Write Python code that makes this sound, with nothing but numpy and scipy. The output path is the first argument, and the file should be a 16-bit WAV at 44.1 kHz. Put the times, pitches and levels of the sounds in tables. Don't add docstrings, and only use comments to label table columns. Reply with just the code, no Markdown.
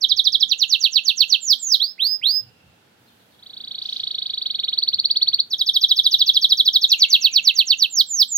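import sys
import numpy as np
from scipy import signal
from scipy.fft import rfft, irfft, next_fast_len
from scipy.io import wavfile
from scipy.ndimage import uniform_filter1d, minimum_filter1d, map_coordinates

SR = 44100
rng = np.random.default_rng(int(sys.argv[2]) if len(sys.argv) > 2 else 0)


def digitize_waveform(pressure):
    field = np.atleast_2d(pressure).T
    bounded = np.clip(field, -1, 1)
    quanta = np.round(bounded * 32767).astype(np.int16)
    wavfile.write(sys.argv[1], SR, quanta)


N = 369116


def canary():
    # (start [s], left-right [dB], greatest left-ear phase lead [rad], overtones [dB], room [dB])
    postures = [(0, -9, 0.67, -0.5, -12), (2.9, -2, 1.57, -8.5, -13), (5.46, -2.5, 1.27, 3, -12),
                (7.2, -5.5, 0.9, 2.5, -15)]
    # (delay [ms], share) three times
    echoes_left = [(2.655, 0.17, 2.3, 0.079, 1.56, 0.16), (2.036, 0.45, 3.155, 0.1, 1.355, 0.13),
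                   (1.535, 0.23, 1.8, 0.37, 0.975, 0.08), (0.89, 0.31, 1.56, 0.22, 2.3, 0.11)]
    echoes_right = [(1.55, 0.34, 2.93, 0.2, 0.995, 0.13), (2.05, 0.55, 1.24, 0.12, 3.215, 0.14),
                    (1.535, 0.38, 1.8, 0.49, 2.615, 0.082), (1.555, 0.26, 0.9, 0.13, 2.3, 0.2)]

    tone, overtones = song()
    t_s = np.arange(N) / SR
    begun = [1] + [np.clip((t_s - row[0]) * 100, 0, 1) for row in postures[1:]] + [0]
    direct, into_room, balance = 0, 0, 0
    for k, (_, pan_db, lead_rad, overtone_db, room_db) in enumerate(postures):
        share = begun[k] - begun[k + 1]
        voice = (tone + from_db(overtone_db) * overtones) * share
        left = near_echoes(voice, echoes_left[k], 0)
        right = near_echoes(voice, echoes_right[k], lead_rad)
        direct = direct + np.stack([left, right])
        into_room = into_room + from_db(room_db) * voice
        ears = from_db([[pan_db / 2], [-pan_db / 2]])
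        balance = balance + share * ears / np.sqrt(np.mean(ears ** 2))
    reverb = room(into_room, early_t60_s=0.11, late_t60_s=0.33, late_db=-13.5, gap_s=0.0038)
    return balance * (direct + reverb)


def song():
    # (time from the syllable's centre [ms], pitch [Hz], level [dB])
    chip = [(-37, 6650, -48), (-32.5, 6410, -35.5), (-26.5, 5540, -17.5), (-18, 4806, -11.5),
            (-10.5, 4400, -11.5), (0, 3853, -1.5), (5.5, 3463, 0.5), (9.5, 3229, -6.5), (13, 3090, -24),
            (20, 3100, -40)]
    sweep = [(-58, 6200, -40), (-51.5, 7540, -35), (-44, 6550, -28.5), (-37.5, 6110, -17), (-25, 5320, -16),
             (-15.5, 4713, -16.5), (-7.5, 4476, -1), (0.5, 3980, -1), (8.5, 3480, -6), (16.5, 3090, -7.5),
             (24, 2690, -12.5), (28.5, 2614, -21.5), (33, 2560, -36.5)]
    swoop = [(-122, 7650, -40.5), (-108, 7340, -27), (-82, 7120, -21), (-56, 6450, -16.5),
             (-35.5, 5680, -9.5), (-10.5, 4600, -2), (2.5, 3890, -0.5), (8.5, 3330, -4.5),
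             (13.5, 3177, -11), (24, 3000, -34.5)]
    slur = [(-163, 7750, -47.5), (-146, 7600, -28.5), (-118, 7100, -16.5), (-82.5, 6580, -12.5),
            (-42, 5850, -13), (-24.5, 5130, -2.5), (-10.5, 4570, -1), (0, 3860, 1.5), (6.5, 3310, -3.5),
            (11.5, 3134, -14), (23.5, 3090, -38.5)]
    lift = [(-30.5, 2950, -27), (-20.5, 3320, -3), (-9.5, 3720, -5.5), (2.5, 4120, -0.5), (18, 4530, -2.5),
            (40, 4830, -11), (69.5, 5060, -18.5), (95, 5250, -26.5), (119, 5300, -42)]
    whistle = [(-59.5, 1900, -36), (-47, 2430, -24.5), (-36.5, 3030, -10), (-18.5, 3610, -5),
               (1, 4080, -2.5), (22, 4450, -5.5), (38.5, 4730, -1), (57, 4990, -10.5), (108, 5050, -8),
               (136, 5070, -16.5), (152.5, 5040, -29.5)]
    tick = [(-19.5, 1800, -36), (-12, 2820, -26), (-6, 3350, -3.5), (0.5, 3877, 2.5), (4, 4394, -3),
            (8, 4550, -7.5), (11, 4650, -30)]
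    pip = [(-29.5, 1500, -49.5), (-18.5, 2830, -33), (-10.5, 3330, -11), (-7, 3680, -5.5), (-0.5, 4200, 0),
           (5, 4480, 3.5), (8, 4625, -2.5), (12, 4550, -25.5)]
    # (centre [s], level [dB], length [share of the gesture's])
    swoops = [(1.5258, -6, 1.0), (8.007, -5.5, 0.89)]
    slurs = [(1.747, -7.5, 1), (8.2252, -6.5, 0.99), (8.438, -4, 0.99)]
    lifts = [(1.825, -11.5, 1)]
    whistles = [(2.0343, -10.5, 0.94), (2.271, -9, 0.97)]
    # (time [s], syllable spacing [ms], level [dB], length [share of the gesture's])
    opening_chips = [(0.043, 75, -5.5, 1.02), (0.4291, 78.8, -5, 0.94)]
    opening_sweeps = [(0.521, 103.3, -7, 0.74), (0.735, 112.2, -5, 1), (1.092, 126.9, -5, 0.98),
                      (1.335, 118.2, -5, 1)]
    tick_roll = [(3.397, 35.2, -49, 1.0), (3.44, 35.34, -37, 0.98), (3.6, 35.34, -28, 0.9),
                 (3.93, 35.71, -18, 0.62), (4.33, 38.87, -18.5, 0.8), (4.5, 43.76, -16.5, 0.85),
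                 (4.735, 46.76, -14, 0.95)]
    pip_roll = [(4.785, 44.77, -13.5, 0.85), (4.88, 54.86, -12, 0.84), (5.05, 57.2, -11, 0.87),
                (5.3996, 58.3, -10.5, 0.93)]
    closing_chips = [(5.536, 78.35, -12, 1.07), (5.69, 75.17, -6.5, 0.98), (6.2, 74.54, -4.5, 1.02),
                     (6.843, 81.23, -4, 1.023)]
    closing_sweeps = [(6.9257, 99, -4, 0.83), (7.17, 117.5, -4, 1.014), (7.38, 112, -4.5, 0.99),
                      (7.8323, 118.1, -5, 1.04)]

    chipping = dict(waver=0.008, flutter_db=1.26, spread=0.01, second_db=8.5)
    falling = dict(waver=0.0059, flutter_db=1.17, spread=0.0052, second_db=1.5)
    held = dict(waver=0.0017, flutter_db=1.0, spread=0.00091, second_db=2.0)
    rolling = dict(waver=0.006, flutter_db=0.77, spread=0.009, second_db=21.5)
    # (gesture, syllables, manner, overtones [dB])
    phrases = [
        (chip, trill(opening_chips), chipping, -4),
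        (sweep, trill(opening_sweeps), falling, 1),
        (swoop, swoops, falling, 4),
        (slur, slurs, falling, 4),
        (lift, lifts, held, 1),
        (whistle, whistles, held, 4),
        (tick, trill(tick_roll), rolling, -6.5),
        (pip, trill(pip_roll), rolling, -7.5),
        (chip, trill(closing_chips), chipping, -1.5),
        (sweep, trill(closing_sweeps), falling, -1),
    ]
    tone, overtones = np.zeros(N), np.zeros(N)
    for gesture, notes, manner, bright_db in phrases:
        for centre_s, db, stretch in notes:
            start = round((centre_s + stretch * gesture[0][0] / 1000) * SR)
            pure, bright = syllable(gesture, stretch, **manner)
            add(tone, start, from_db(db) * pure)
            add(overtones, start, from_db(db + bright_db) * bright)
    return tone, overtones


def trill(rows):
    uneven_db, uneven_length = 0.5, 0.015
    s, spacing_ms, db, length = np.transpose(rows)
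    t_s = np.linspace(s[0], s[-1], num=2000)
    beats = np.cumsum(1000 * (t_s[1] - t_s[0]) / np.interp(t_s, s, spacing_ms))
    whole_beats = np.linspace(beats[0], beats[-1], round(beats[-1]) + 1)
    centres_s = np.interp(whole_beats, beats, t_s)
    chance = rng.standard_normal((len(centres_s), 2))
    levels_db = np.interp(centres_s, s, db) + uneven_db * chance[:, 0]
    lengths = np.interp(centres_s, s, length) * (1 + uneven_length * chance[:, 1])
    return np.column_stack([centres_s, levels_db, lengths])


def syllable(gesture, stretch, waver, flutter_db, spread, second_db):
    overtone_levels = [-37, -31, -42, -47.5]
    # (frequency [Hz], gain [dB])
    beak = [(4000, -29.5), (7800, -28.5), (9200, -14.5), (10400, -7), (12500, 0.5), (14000, 0.5),
            (15300, 4)]

    ms, hz, db = np.transpose(gesture)
    t_ms = np.arange(ms[0], ms[-1], 1000 / SR / stretch)
    size = len(t_ms)
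    pitch_hz = uniform_filter1d(np.interp(t_ms, ms, hz), size=90, mode="nearest")
    pitch_hz = pitch_hz * (1 + spread * rng.standard_normal() + waver * wander(size, 220))
    opening = signal.windows.tukey(size, 220 / size)
    level_db = np.interp(t_ms, ms, db) + flutter_db * wander(size, 154.3)
    level = opening * uniform_filter1d(from_db(level_db), size=110)
    phase = 2 * np.pi * np.cumsum(pitch_hz) / SR
    overtones = 0
    for k, overtone_db in enumerate(overtone_levels, 2):
        extra_db = second_db if k == 2 else 0
        gain = from_db(overtone_db + extra_db + at_hz(beak, k * pitch_hz) + 4 * wander(size, 133.9))
        below_nyquist = np.interp(k * pitch_hz, [17000, 21000], [1, 0])
        overtones = overtones + gain * below_nyquist * np.sin(k * phase)
    return level * np.sin(phase), level * overtones


def near_echoes(x, echoes, lag_rad):
    # (frequency [Hz], share of lag_rad)
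    lead_shape = [(1000, 0.74), (3300, 0.99), (4500, 0.92), (6000, 0.88), (11000, 0.45)]

    size = next_fast_len(N + 1024)
    hz = np.fft.rfftfreq(size, 1 / SR)
    turn_per_ms = -2j * np.pi * hz / 1000
    pairs = np.reshape(echoes, (-1, 2))
    comb = 1 + sum(share * np.exp(turn_per_ms * delay_ms) for delay_ms, share in pairs)
    lag = np.exp(-1j * lag_rad * at_hz(lead_shape, hz))
    heard = irfft(rfft(x, size) * comb * lag, size)[:N]
    return heard / np.sqrt(1 + np.sum(pairs[:, 1] ** 2))


def room(x, early_t60_s, late_t60_s, late_db, gap_s):
    # (frequency [Hz], gain [dB])
    room_colour = [(2000, 4), (3200, 3), (4500, 1), (6000, 4), (9000, 5.5), (12000, 7.5), (16000, 7)]

    t_s = np.arange(SR // 2) / SR
    decay = from_db(-60 * t_s / early_t60_s) + from_db(late_db - 60 * t_s / late_t60_s)
    response = rng.standard_normal((2, len(t_s))) * decay * (t_s > gap_s)
    response /= np.sqrt(np.sum(response ** 2, axis=1, keepdims=True))
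    return signal.fftconvolve(colour(x, room_colour)[None], response, axes=1)[:, :N]


def far_bird():
    # (start [s], end [s], first pitch [Hz], last pitch [Hz], level into the room [dB])
    far_calls = [(2.3, 2.8, 2800, 2680, -64.5), (3.048, 3.113, 4980, 2740, -59.5),
                 (3.163, 3.235, 4870, 2810, -61), (3.288, 3.357, 4800, 2820, -58.5),
                 (5.989, 6.314, 3105, 2780, -48.5), (6.862, 7.104, 2664, 2090, -46),
                 (7.115, 7.36, 2860, 2400, -41), (7.295, 7.6, 2340, 1963, -56)]

    calls = np.zeros(N)
    for start_s, end_s, first_hz, last_hz, db in far_calls:
        size = max(int((end_s - start_s) * SR), 2)
        pitch_hz = np.linspace(first_hz, last_hz, size) * (1 + 0.027 * wander(size, 150))
        whistle = signal.windows.tukey(size, 0.5) * np.sin(2 * np.pi * np.cumsum(pitch_hz) / SR)
        add(calls, int(start_s * SR), from_db(db) * whistle)
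    return room(calls, early_t60_s=0.28, late_t60_s=0.81, late_db=-3.5, gap_s=0.0017)


def background():
    # (frequency [Hz], density [dB per Hz])
    rumble_colour = [(25, -33.5), (45, -21.5), (65, -9), (90, 4.5), (130, 3.5), (200, -6.5), (300, -24.5),
                     (600, -72)]
    air_colour = [(100, -25), (180, -3), (260, -6.5), (380, -7), (500, -8), (850, -9), (1150, -14.5),
                  (1450, -9.5), (2000, -14.5), (3500, -14), (6000, -23), (15700, -35)]
    hiss_colour = [(1000, -19), (5000, -7.5), (9000, -3.5), (12000, 1.5), (15500, -2.5)]
    rustle_colour = [(1800, -35.5), (3000, 0.5), (4600, 2), (6300, -12), (7200, -23.5), (12000, -25)]
    # (time [s], level [dB])
    rumble_level = [(0, -76), (0.8, -76.5), (1.2, -90.5), (1.95, -87), (2.08, -71.5), (3.0, -67.5),
                    (5.5, -68.5), (8.37, -76)]
    air_level = [(0, -64.5), (1.24, -67), (2.7, -62), (5.3, -62), (5.8, -65), (7.15, -63), (8.37, -69)]
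    hiss_level = [(0, -76), (2.95, -78.5), (3.02, -72), (8.37, -72.5)]
    rustle_level = [(3.75, -88), (3.83, -49), (3.95, -45), (4.1, -58), (4.35, -62), (4.6, -91)]

    rumble = (over_time(rumble_level) + swells()) * steady_noise(rumble_colour, (40, 200))
    air = over_time(air_level) * steady_noise(air_colour, (220, 1600))
    air = air * from_db([[-2.5], [0]])
    hiss = over_time(hiss_level) * steady_noise(hiss_colour, (9000, 15000))
    rustle = over_time(rustle_level) * steady_noise(rustle_colour, (2000, 7000))
    return rumble + hums() + air + hiss + rustle


def swells():
    # (centre [s], length [s], peak [dB])
    low_swells = [(0.14, 0.14, -61), (0.32, 0.19, -61.5), (0.48, 0.12, -67), (2.466, 0.3, -57.5),
                  (2.679, 0.16, -58.5), (4.97, 0.2, -56.5), (5.33, 0.25, -67), (6.238, 0.5, -68)]

    gain = np.zeros(N)
    for centre_s, length_s, db in low_swells:
        shape = signal.windows.hann(int(length_s * SR))
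        add(gain, int((centre_s - length_s / 2) * SR), from_db(db) * shape)
    return gain


def hums():
    # (frequency [Hz], width at half amplitude [Hz], rms level [dB])
    resonances = [(98, 14, -86), (234, 16, -71.5), (299, 12, -79), (496.4, 20, -76.5), (756.6, 14, -81),
                  (855, 18, -84)]

    f, out = np.fft.rfftfreq(N, 1 / SR), 0
    white = rfft(rng.standard_normal(N))
    for hz, width_hz, db in resonances:
        band = irfft(white / (1 + ((f - hz) / width_hz * 2) ** 2), N)
        out = out + from_db(db) * band / np.std(band)
    return out


def steady_noise(spectrum, band_hz):
    # (frequency [Hz], correlation)
    likeness = [(60, .96), (150, .9), (300, .55), (600, .1), (2000, 0)]

    hz = np.fft.rfftfreq(N, 1 / SR)
    mid, side = rfft(rng.standard_normal((2, N))) * from_db(at_hz(spectrum, hz))
    alike = np.clip(at_hz(likeness, hz), -1, 1)
    mid, side = mid * np.sqrt(1 + alike), side * np.sqrt(1 - alike)
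    in_band = (hz > band_hz[0]) * (hz < band_hz[1])
    return irfft(mid + side * [[1], [-1]], N) / np.std(irfft(mid * in_band, N))


def over_time(rows):
    s, db = np.transpose(rows)
    return from_db(np.interp(np.arange(N) / SR, s, db))


def from_db(db):
    return 10 ** (np.asarray(db) / 20)


def at_hz(points, hz):
    f, value = np.transpose(points)
    return np.interp(np.log(np.maximum(hz, 1)), np.log(f), value)


def wander(size, per_s):
    steps = np.arange(size) * per_s / SR
    draws = rng.standard_normal(int(steps[-1]) + 3)
    return map_coordinates(draws, [steps], order=3, mode="nearest")


def colour(x, spectrum):
    hz = np.fft.rfftfreq(x.shape[-1], 1 / SR)
    return irfft(rfft(x) * from_db(at_hz(spectrum, hz)), x.shape[-1])


def add(track, start, sound):
    low, high = max(start, 0), min(start + len(sound), N)
    if high > low:
        track[low:high] += sound[low - start:high - start]


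def scene():
    return canary() + far_bird() + background()


def record(dry):
    cutoff_hz = 15850
    headroom = np.minimum(1, 0.95 / (np.abs(dry).max(axis=0) + 1e-6))
    gain = uniform_filter1d(minimum_filter1d(headroom, size=221), size=221)
    low_pass = signal.ellip(12, 0.1, 80, cutoff_hz, fs=SR, output="sos")
    return signal.sosfilt(low_pass, dry * gain)


dry = scene()
out = record(dry)
digitize_waveform(out)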